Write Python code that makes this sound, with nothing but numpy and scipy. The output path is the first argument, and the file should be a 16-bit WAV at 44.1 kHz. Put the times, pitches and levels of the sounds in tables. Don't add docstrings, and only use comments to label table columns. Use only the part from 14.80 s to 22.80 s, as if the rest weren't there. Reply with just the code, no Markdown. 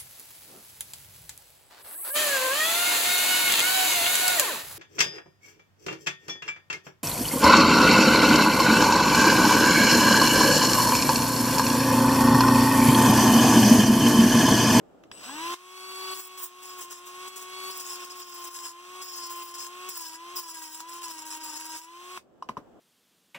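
import sys
import numpy as np
from scipy import signal
from scipy.fft import rfft, irfft
from scipy.io import wavfile
from scipy.ndimage import map_coordinates

SR = 44100
rng = np.random.default_rng(int(sys.argv[2]) if len(sys.argv) > 2 else 0)


def inscribe(sig):
    pcm = np.round(np.clip(np.atleast_2d(sig).T, -1, 1) * 32767)
    wavfile.write(sys.argv[1], SR, pcm.astype(np.int16))


N = 352800
T = np.arange(N) / SR
HZ = np.fft.rfftfreq(N, 1 / SR)
ON_S, OFF_S, FREE_SPEED_HZ = .315, 7.38, 375.2

# (frequency [Hz], level [dB])
ROOM_TONE = [(18, -52), (30, -20.5), (112, -13), (245, -3.5), (345, 0), (384, -3), (512, -2), (740, -5),
             (913, -11.5), (1350, -16.5), (2170, -33.5), (3100, -33.5), (4300, -43), (5300, -41.5),
             (7100, -43.5), (7670, -36), (8400, -49), (16000, -48)]
# (frequency [Hz], level [dB])
ROOM_SPREAD = [(100, 10.0), (400, 3), (1200, 3.5), (3000, 11.5)]
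# (frequency [Hz], phase [rad])
LEFT_LEAD = [(1400, 0), (2200, 3.1), (2900, 5.5), (3700, 6.7), (4400, 9), (5400, 11.4), (7000, 15.7),
             (10600, 26), (13000, 31.6), (14100, 34.5), (15300, 38.5)]
# (frequency [Hz], level [dB])
LEFT_BALANCE = [(120, 7), (200, 8), (350, 9), (520, 3.5), (1150, 0), (1900, -5.5), (2800, 1.5), (4400, 0),
                (7300, 4.5), (10000, 5.5), (15000, -3)]
# (time [s], depth [dB])
LEVEL_DIPS = [(0.743, -20), (1.337, -12), (1.403, -18.5), (1.649, -20), (2.023, -15), (2.13, -16.5),
              (2.48, -15.5), (2.905, -12), (3.0, -13), (3.24, -14), (3.419, -15.5), (3.689, -17.5),
              (3.869, -18.5), (4.225, -15.0), (4.441, -12), (4.629, -15.5), (4.78, -15), (5.09, -18),
              (5.199, -16), (5.349, -14.5), (5.6, -17.5), (5.87, -16.5), (6.03, -14.5), (6.169, -13),
              (6.32, -12.5), (6.46, -11.5), (6.58, -10.5), (6.759, -13), (6.965, -20.5)]
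# (time [s], ring [dB], click [dB], thud [dB])
BLOWS = [(0.236, -64, -36, -68), (0.3146, -35, -22.5, -52), (0.494, -22.5, -43, -53),
         (7.374, -22, -22.5, -48), (7.6242, -15.5, -29.5, -53), (7.688, -28, -24, -32.5),
         (7.693, -14, -30, -44), (7.769, -15.5, -36, -33), (7.774, -31, -33.5, -41)]
# (frequency [Hz], level [dB], t60 [s])
HOUSING_MODES = [(1035, 0, 0.017), (1190, -24, 0.048), (794, -25, 0.031), (3500, -42, .025)]
# (frequency [Hz], level [dB])
CLICK_SPECTRUM = [(150, -37), (700, -33), (1100, 7), (1900, 9.5), (3100, 7.5), (4300, -3), (5400, 1.5),
                  (7000, -8.5), (16000, -20)]
# (frequency [Hz], level [dB])
THUD_SPECTRUM = [(40, -22), (70, -14), (120, -6.5), (260, -4), (650, -11.0), (1500, -21), (5000, -47)]
# (time [s], brush scrape [dB], speed control whistle [dB], commutator chirp [dB])
START_LEVELS = [(.315, -70, -80, -95), (.325, -57.5, -51, -92), (.42, -48.5, -56, -70),
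                (.455, -42.5, -51, -64), (.5, -51, -48, -52), (.55, -65, -52, -65), (.6, -52, -52, -50),
                (.66, -43, -55, -59), (.745, -62, -93, -72)]
# (multiple of shaft speed, level [dB])
HUM_LINES = [(1, 1.5), (2, -16.5), (4, -13.5), (5, -13.5), (6, -7), (7, -10), (9, -9), (10, -13.5),
             (12, -16.5), (15, -35), (18, -10.5), (21, -11), (22, -21), (23, -31), (24, -10), (27, -14.5),
             (30, -11.5), (33, -13.5), (36, -19), (40, -40), (42, -34)]
# (frequency [Hz], width [Hz], lift [dB])
CASING_RESONANCES = [(740, 70, 6), (1590, 130, 11), (2235, 70, 6), (3150, 160, 5), (3355, 70, 8),
                     (4485, 90, 22), (7840, 200, 5), (8950, 130, 4), (13420, 220, 11)]
# (frequency [Hz], level [dB])
WHINE_RESPONSE = [(600, -65.5), (850, -49), (920, -46.5), (960, -41.5), (1020, -34.5), (1070, -36.5),
                  (1120, -35.5)]
# (frequency [Hz], level [dB])
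BRUSH_SPECTRUM = [(60, -30), (280, -37), (500, -23.5), (750, -9), (1100, -1), (1800, -10), (2700, -1.5),
                  (3400, -8), (4200, -9), (5500, -8.5), (7300, -14), (8400, -10.5), (9600, -20.5),
                  (16000, -18.5)]
# (time [s], length [s], scrape [dB], screech [dB])
EDGE_CATCHES = [(1.391, 0.031, -32, -55), (1.567, 0.066, -38, -55), (1.821, 0.019, -33, -50),
                (2.006, 0.047, -29.5, -49), (2.107, 0.024, -27.5, -50), (2.264, 0.019, -32, -53),
                (2.476, .015, -30.5, -52), (2.558, 0.025, -26.5, -55), (2.612, 0.02, -30.5, -55),
                (2.995, .019, -25, -30.5), (3.095, 0.016, -36, -32.5), (3.15, 0.013, -44, -33),
                (3.244, 0.011, -27, -35), (3.297, 0.029, -35, -32), (3.418, 0.015, -42, -29),
                (3.515, 0.02, -36, -36), (3.639, .018, -29, -48), (3.843, 0.056, -32, -32),
                (4.218, 0.021, -32, -44), (4.326, 0.028, -43, -34), (4.739, 0.017, -30.5, -31),
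                (4.784, 0.046, -30, -31), (4.825, .03, -31, -46), (5.556, 0.02, -44, -31),
                (6.229, 0.022, -41, -32), (6.302, 0.019, -32, -40), (6.654, 0.021, -42, -43),
                (6.758, 0.023, -28.5, -29.5), (6.968, 0.028, -23.5, -45)]
# (frequency [Hz], level [dB])
SNAG_SPECTRUM = [(100, -38), (350, -5), (600, -19), (1000, -8), (2300, -8), (4300, -13), (5300, -6.5),
                 (6800, -3.5), (9000, -2.5), (10600, -13), (16000, -4.5)]
# (frequency [Hz], level [dB])
SQUEAL_SPECTRUM = [(3000, -61), (4500, -10), (5000, -7.5), (5350, -2), (5700, -14.5), (6200, -21.5),
                   (7000, -7), (9000, -46)]
# (frequency [Hz], level [dB])
PLASTIC_SPECTRUM = [(200, -33), (650, -26.5), (980, -1.5), (1300, -10.5), (1620, -8), (2300, -11),
                    (4600, -14), (5300, -3.5), (6100, -11.5), (7400, -1.5), (9600, -20), (10600, -5.5),
                    (11700, -17.5), (16000, -22.5)]
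# (frequency [Hz], level [dB])
RIM_SPECTRUM = [(300, -103), (9000, -18.5), (12500, -24.5), (13400, -19.5), (14000, -56), (14500, -15.5),
                (15300, -8), (15800, -19), (17000, -28)]
# (time [s], length [s], load [Hz], rasp [dB], squeal [dB], sizzle [dB])
DISC_PRESSES = [(1.336, 0.135, 13, -33.5, -51, -34), (1.572, 0.095, 40.4, -32, -55, -27),
                (1.817, 0.115, 14.6, -37.5, -39.5, -40.5), (1.967, 0.075, 54.4, -38, -49, -38),
                (2.098, 0.095, 24, -34, -51, -46), (2.252, 0.05, 16, -43, -62, -44),
                (2.557, 0.075, 19.4, -41, -58, -45), (2.903, 0.26, 24.3, -35.5, -36.5, -37),
                (3.19, 0.1, 17.5, -40.5, -46, -48), (3.351, 0.33, 27.3, -41.5, -39.5, -38.5),
                (3.7, 0.11, 30, -30, -43, -36), (3.815, 0.1, 44.6, -29, -35, -40),
                (4.213, 0.26, 36.3, -36.5, -32, -36.5), (4.488, 0.23, 27.4, -38, -44, -34.5),
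                (4.747, 0.12, 26, -31.5, -34, -39), (5.085, 0.205, 77, -28.5, -30, -30),
                (5.285, 0.075, 31.7, -33, -37.5, -46), (5.553, 0.165, 71, -33, -35, -32.5),
                (5.731, 0.17, 72, -31.5, -39, -35), (5.9, 0.11, 40.4, -32, -42, -34.5),
                (6.072, 0.12, 17.5, -35, -43, -44), (6.208, 0.22, 81, -33.5, -41.5, -43),
                (6.448, 0.13, 67, -31.5, -45, -40), (6.599, 0.16, 76, -33.5, -39, -45),
                (6.782, 0.2, 55, -31.5, -41, -43), (6.99, 0.06, 28.5, -33, -51, -44)]


def amp(db):
    return 10 ** (np.asarray(db) / 20)


def unit(x):
    return x / np.sqrt(np.mean(x ** 2) + 1e-20)


def curve(points):
    hz, value = np.transpose(points)
    return np.interp(np.log(HZ + 1), np.log(hz + 1), value)


def colour(x, spectrum):
    return unit(irfft(rfft(x) * amp(curve(spectrum)), N))


def wander(rate_hz):
    return unit(irfft(rfft(rng.standard_normal(N)) / (1 + (HZ / rate_hz) ** 4), N))


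def lag(x, seconds):
    pole = np.exp(-1 / (seconds * SR))
    return signal.lfilter([1 - pole], [1, -pole], x)


def room_tone(level_db=-55):
    shared = colour(rng.standard_normal(N), ROOM_TONE)
    sides = np.array([colour(rng.standard_normal(N), ROOM_TONE) for _ in range(2)])
    sides = irfft(rfft(sides) * amp(curve(ROOM_SPREAD)), N)
    return amp(level_db) * unit(shared + sides)


def reflections(x, t60=0.13, low_db=-17, high_db=-4):
    t = np.arange(SR // 3) / SR
    taps = rng.standard_normal((2, len(t))) * (rng.random((2, len(t))) < .1)
    taps *= amp(-60 * t / t60) * (t > .002)
    taps /= np.linalg.norm(taps, axis=1, keepdims=True)
    sent = irfft(rfft(x) * amp(curve([(1100, low_db), (5000, high_db)])), N)
    return signal.fftconvolve(sent[None], taps, axes=1)[:, :N]


def microphone_pair(x):
    left, lead = amp(curve(LEFT_BALANCE) / 2), np.exp(.5j * curve(LEFT_LEAD))
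    pair = np.array([left * lead, 1 / (left * lead)]) / np.sqrt((left ** 2 + left ** -2) / 2)
    return irfft(rfft(x) * pair, N)


def level_dips(load, fall_s=0.0047, recovery_s=0.92, creep_db_per_s=11.5, load_hold=0.46):
    times, depth_db = np.transpose(LEVEL_DIPS)
    latest = np.maximum(np.searchsorted(times, T) - 1, 0)
    clock = np.cumsum(1 - load_hold * load / load.max()) / SR
    since = abs(clock - np.interp(times, T, clock)[latest])
    db = np.minimum(depth_db[latest] * np.exp(-since / recovery_s) + creep_db_per_s * since, 0)
    return amp(lag((T > times[0]) * db, fall_s))


def knocks(click_t60=0.019, thud_t60=0.11, rise_s=0.0014):
    t = np.arange(SR // 5) / SR
    ring = sum(amp(db - 60 * t / t60) * np.sin(2 * np.pi * hz * t) for hz, db, t60 in HOUSING_MODES)
    crack = colour(rng.standard_normal(N), CLICK_SPECTRUM)
    wood = colour(rng.standard_normal(N), THUD_SPECTRUM)
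    out = np.zeros(N)
    for start, ring_db, click_db, thud_db in BLOWS:
        span = slice(round(start * SR), round(start * SR) + len(t))
        click = .5 * crack[span] * amp(click_db - 60 * t / click_t60)
        thud = .5 * wood[span] * amp(thud_db - 60 * t / thud_t60)
        out[span] += (amp(ring_db) * ring + click + thud) * (1 - np.exp(-t / rise_s))
    return out


def shaft_turns(load, spin_up_s=.147, inertia_s=.186, flutter=0.0014, load_flutter=.0015):
    free = FREE_SPEED_HZ * (1 - np.exp(-np.maximum(T - ON_S, 0) / spin_up_s))
    sag = lag(load, inertia_s)
    unsteady = 1 + flutter * wander(43) + load_flutter * sag / sag.max() * wander(17)
    return np.cumsum((free - sag) * unsteady) / SR


def motor_start(turns, whistle_hz=7997, spread_hz=22, segments=12, fade_s=0.0052):
    times, *columns = np.transpose(START_LEVELS)
    outside_s = np.maximum(np.maximum(times[0] - T, T - times[-1]), 0)
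    scrape, whistle, chirp = [amp(np.interp(T, times, db)) for db in columns]
    control = np.sin(2 * np.pi * np.cumsum(whistle_hz + spread_hz * wander(115)) / SR)
    commutator = np.sin(2 * np.pi * segments * turns + 0.47 * wander(100))
    brushes = colour(rng.standard_normal(N) * amp(2 * wander(130)), BRUSH_SPECTRUM)
    tones = np.sqrt(2) * (whistle * control + chirp * commutator)
    return (scrape * brushes + tones) * np.exp(-outside_s / fade_s)


def unbalance_hum(turns, speed, load, level_db=-41, stutter_db=2.2, onset_hz=238, onset_range_hz=6):
    angle = 2 * np.pi * turns + 0.037 * wander(100)
    lines = np.zeros(N)
    for k, db in HUM_LINES:
        lift = sum(up / (1 + (2 * (k * speed - hz) / width) ** 2) for hz, width, up in CASING_RESONANCES)
        shimmer = 2.5 * min(k / 20, 1) ** 2 * wander(28)
        droop = 70 * (1 - speed / speed.max()) * np.clip(k / 10 - 1, 0, 1)
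        lines += amp(db + lift + shimmer - droop) * np.cos(k * angle + 2 * np.pi * rng.random())
    stutter = stutter_db * load / load.max() * wander(30)
    onset = .5 + .5 * np.tanh((speed - onset_hz) / onset_range_hz)
    return amp(level_db + stutter) * onset * lines


def pole_whine(poles, speed, load, strain_s=0.15, db_per_load_hz=0.0952, shimmer_db=3.0):
    response_db = np.interp(3 * speed, *np.transpose(WHINE_RESPONSE))
    effort = lag(load, strain_s)
    strain_db = db_per_load_hz * effort + shimmer_db * effort / effort.max() * wander(38)
    return amp(response_db + strain_db) * poles


def motor(turns, load, hiss_db=-36.5, sparking=0.45, stop_s=0.0024):
    speed = np.gradient(turns) * SR
    powered = np.exp(-np.clip(T - OFF_S, 0, 1) / stop_s) * (T > ON_S)
    drive = (abs(speed) / FREE_SPEED_HZ) ** 2.93
    poles = np.cos(2 * np.pi * 3 * turns)
    hum = drive * unbalance_hum(turns, speed, load)
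    whine = pole_whine(poles, speed, load)
    brushes = rng.standard_normal(N) * (1 + sparking * poles) * amp(wander(83))
    hiss = amp(hiss_db) * drive * colour(brushes, BRUSH_SPECTRUM)
    return powered * (np.sqrt(2) * (hum + whine) + hiss)


def grit(turns, memory, grains=128):
    rim = rng.standard_normal((N // 100, grains))
    rim = signal.lfilter([1], [1, -memory], rim, axis=0)
    return unit(map_coordinates(rim.ravel(), [turns * grains], order=3, mode="wrap"))


def snags(turns, ramp_s=0.0021, wobble=0.56):
    gates = np.array([np.clip(np.minimum(T - start, start + length - T) / ramp_s, 0, 1)
                      for start, length, *_ in EDGE_CATCHES])
    scrape_gain, screech_gain = amp(np.array(EDGE_CATCHES)[:, 2:]).T @ gates
    bite = np.exp(wobble * np.cos(2 * np.pi * turns))
    scrape = colour(grit(turns, memory=0.11) * bite, SNAG_SPECTRUM)
    screech = colour(grit(turns, memory=0.37) * bite, SQUEAL_SPECTRUM)
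    return scrape_gain * scrape + screech_gain * screech


def squealing(turns, blur_rad=.62):
    lines = sum(np.cos(2 * np.pi * (k * turns + rng.random()) + blur_rad * wander(70))
                for k in range(12, 25))
    return colour(lines, SQUEAL_SPECTRUM)


def disc_contacts(grip_s=.009, release_s=.006):
    return np.array([
        np.clip((T - start) / grip_s, 0, 1) * np.exp(-np.clip(T - start - length, 0, 1) / release_s)
        for start, length, *_ in DISC_PRESSES])


def grinding(turns, contact, chatter_db=1.5, skip_db=1.6):
    rasp_gain, squeal_gain, sizzle_gain = amp(np.array(DISC_PRESSES)[:, 3:]).T @ contact
    bite = np.cos(2 * np.pi * turns)
    chatter = amp(chatter_db * wander(42) + skip_db * np.tanh(4 * wander(22)))
    scratch = grit(turns, memory=0.62) * np.exp(0.29 * bite) * chatter * amp(4.0 * wander(470))
    skid = grit(turns, memory=0.66) * np.exp(bite) * chatter * amp(3.5 * wander(47))
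    rasp, sizzle = colour(scratch, PLASTIC_SPECTRUM), colour(skid, RIM_SPECTRUM)
    squeal = unit(squealing(turns) * chatter)
    return rasp_gain * rasp + squeal_gain * squeal + sizzle_gain * sizzle


def scene():
    contact = disc_contacts()
    load = np.array(DISC_PRESSES)[:, 2] @ contact
    turns, dips = shaft_turns(load), level_dips(load)
    running = motor(turns, load) + motor_start(turns) + grinding(turns, contact) + snags(turns)
    tool = dips * running + knocks()
    return microphone_pair(tool) + reflections(tool) + dips * room_tone()


def record(dry, cutoff_hz=15900):
    lowpass = signal.firwin(511, cutoff_hz, window=("kaiser", 9), fs=SR)
    return signal.oaconvolve(dry, lowpass[None], "same")


dry = scene()
out = record(dry)
inscribe(out)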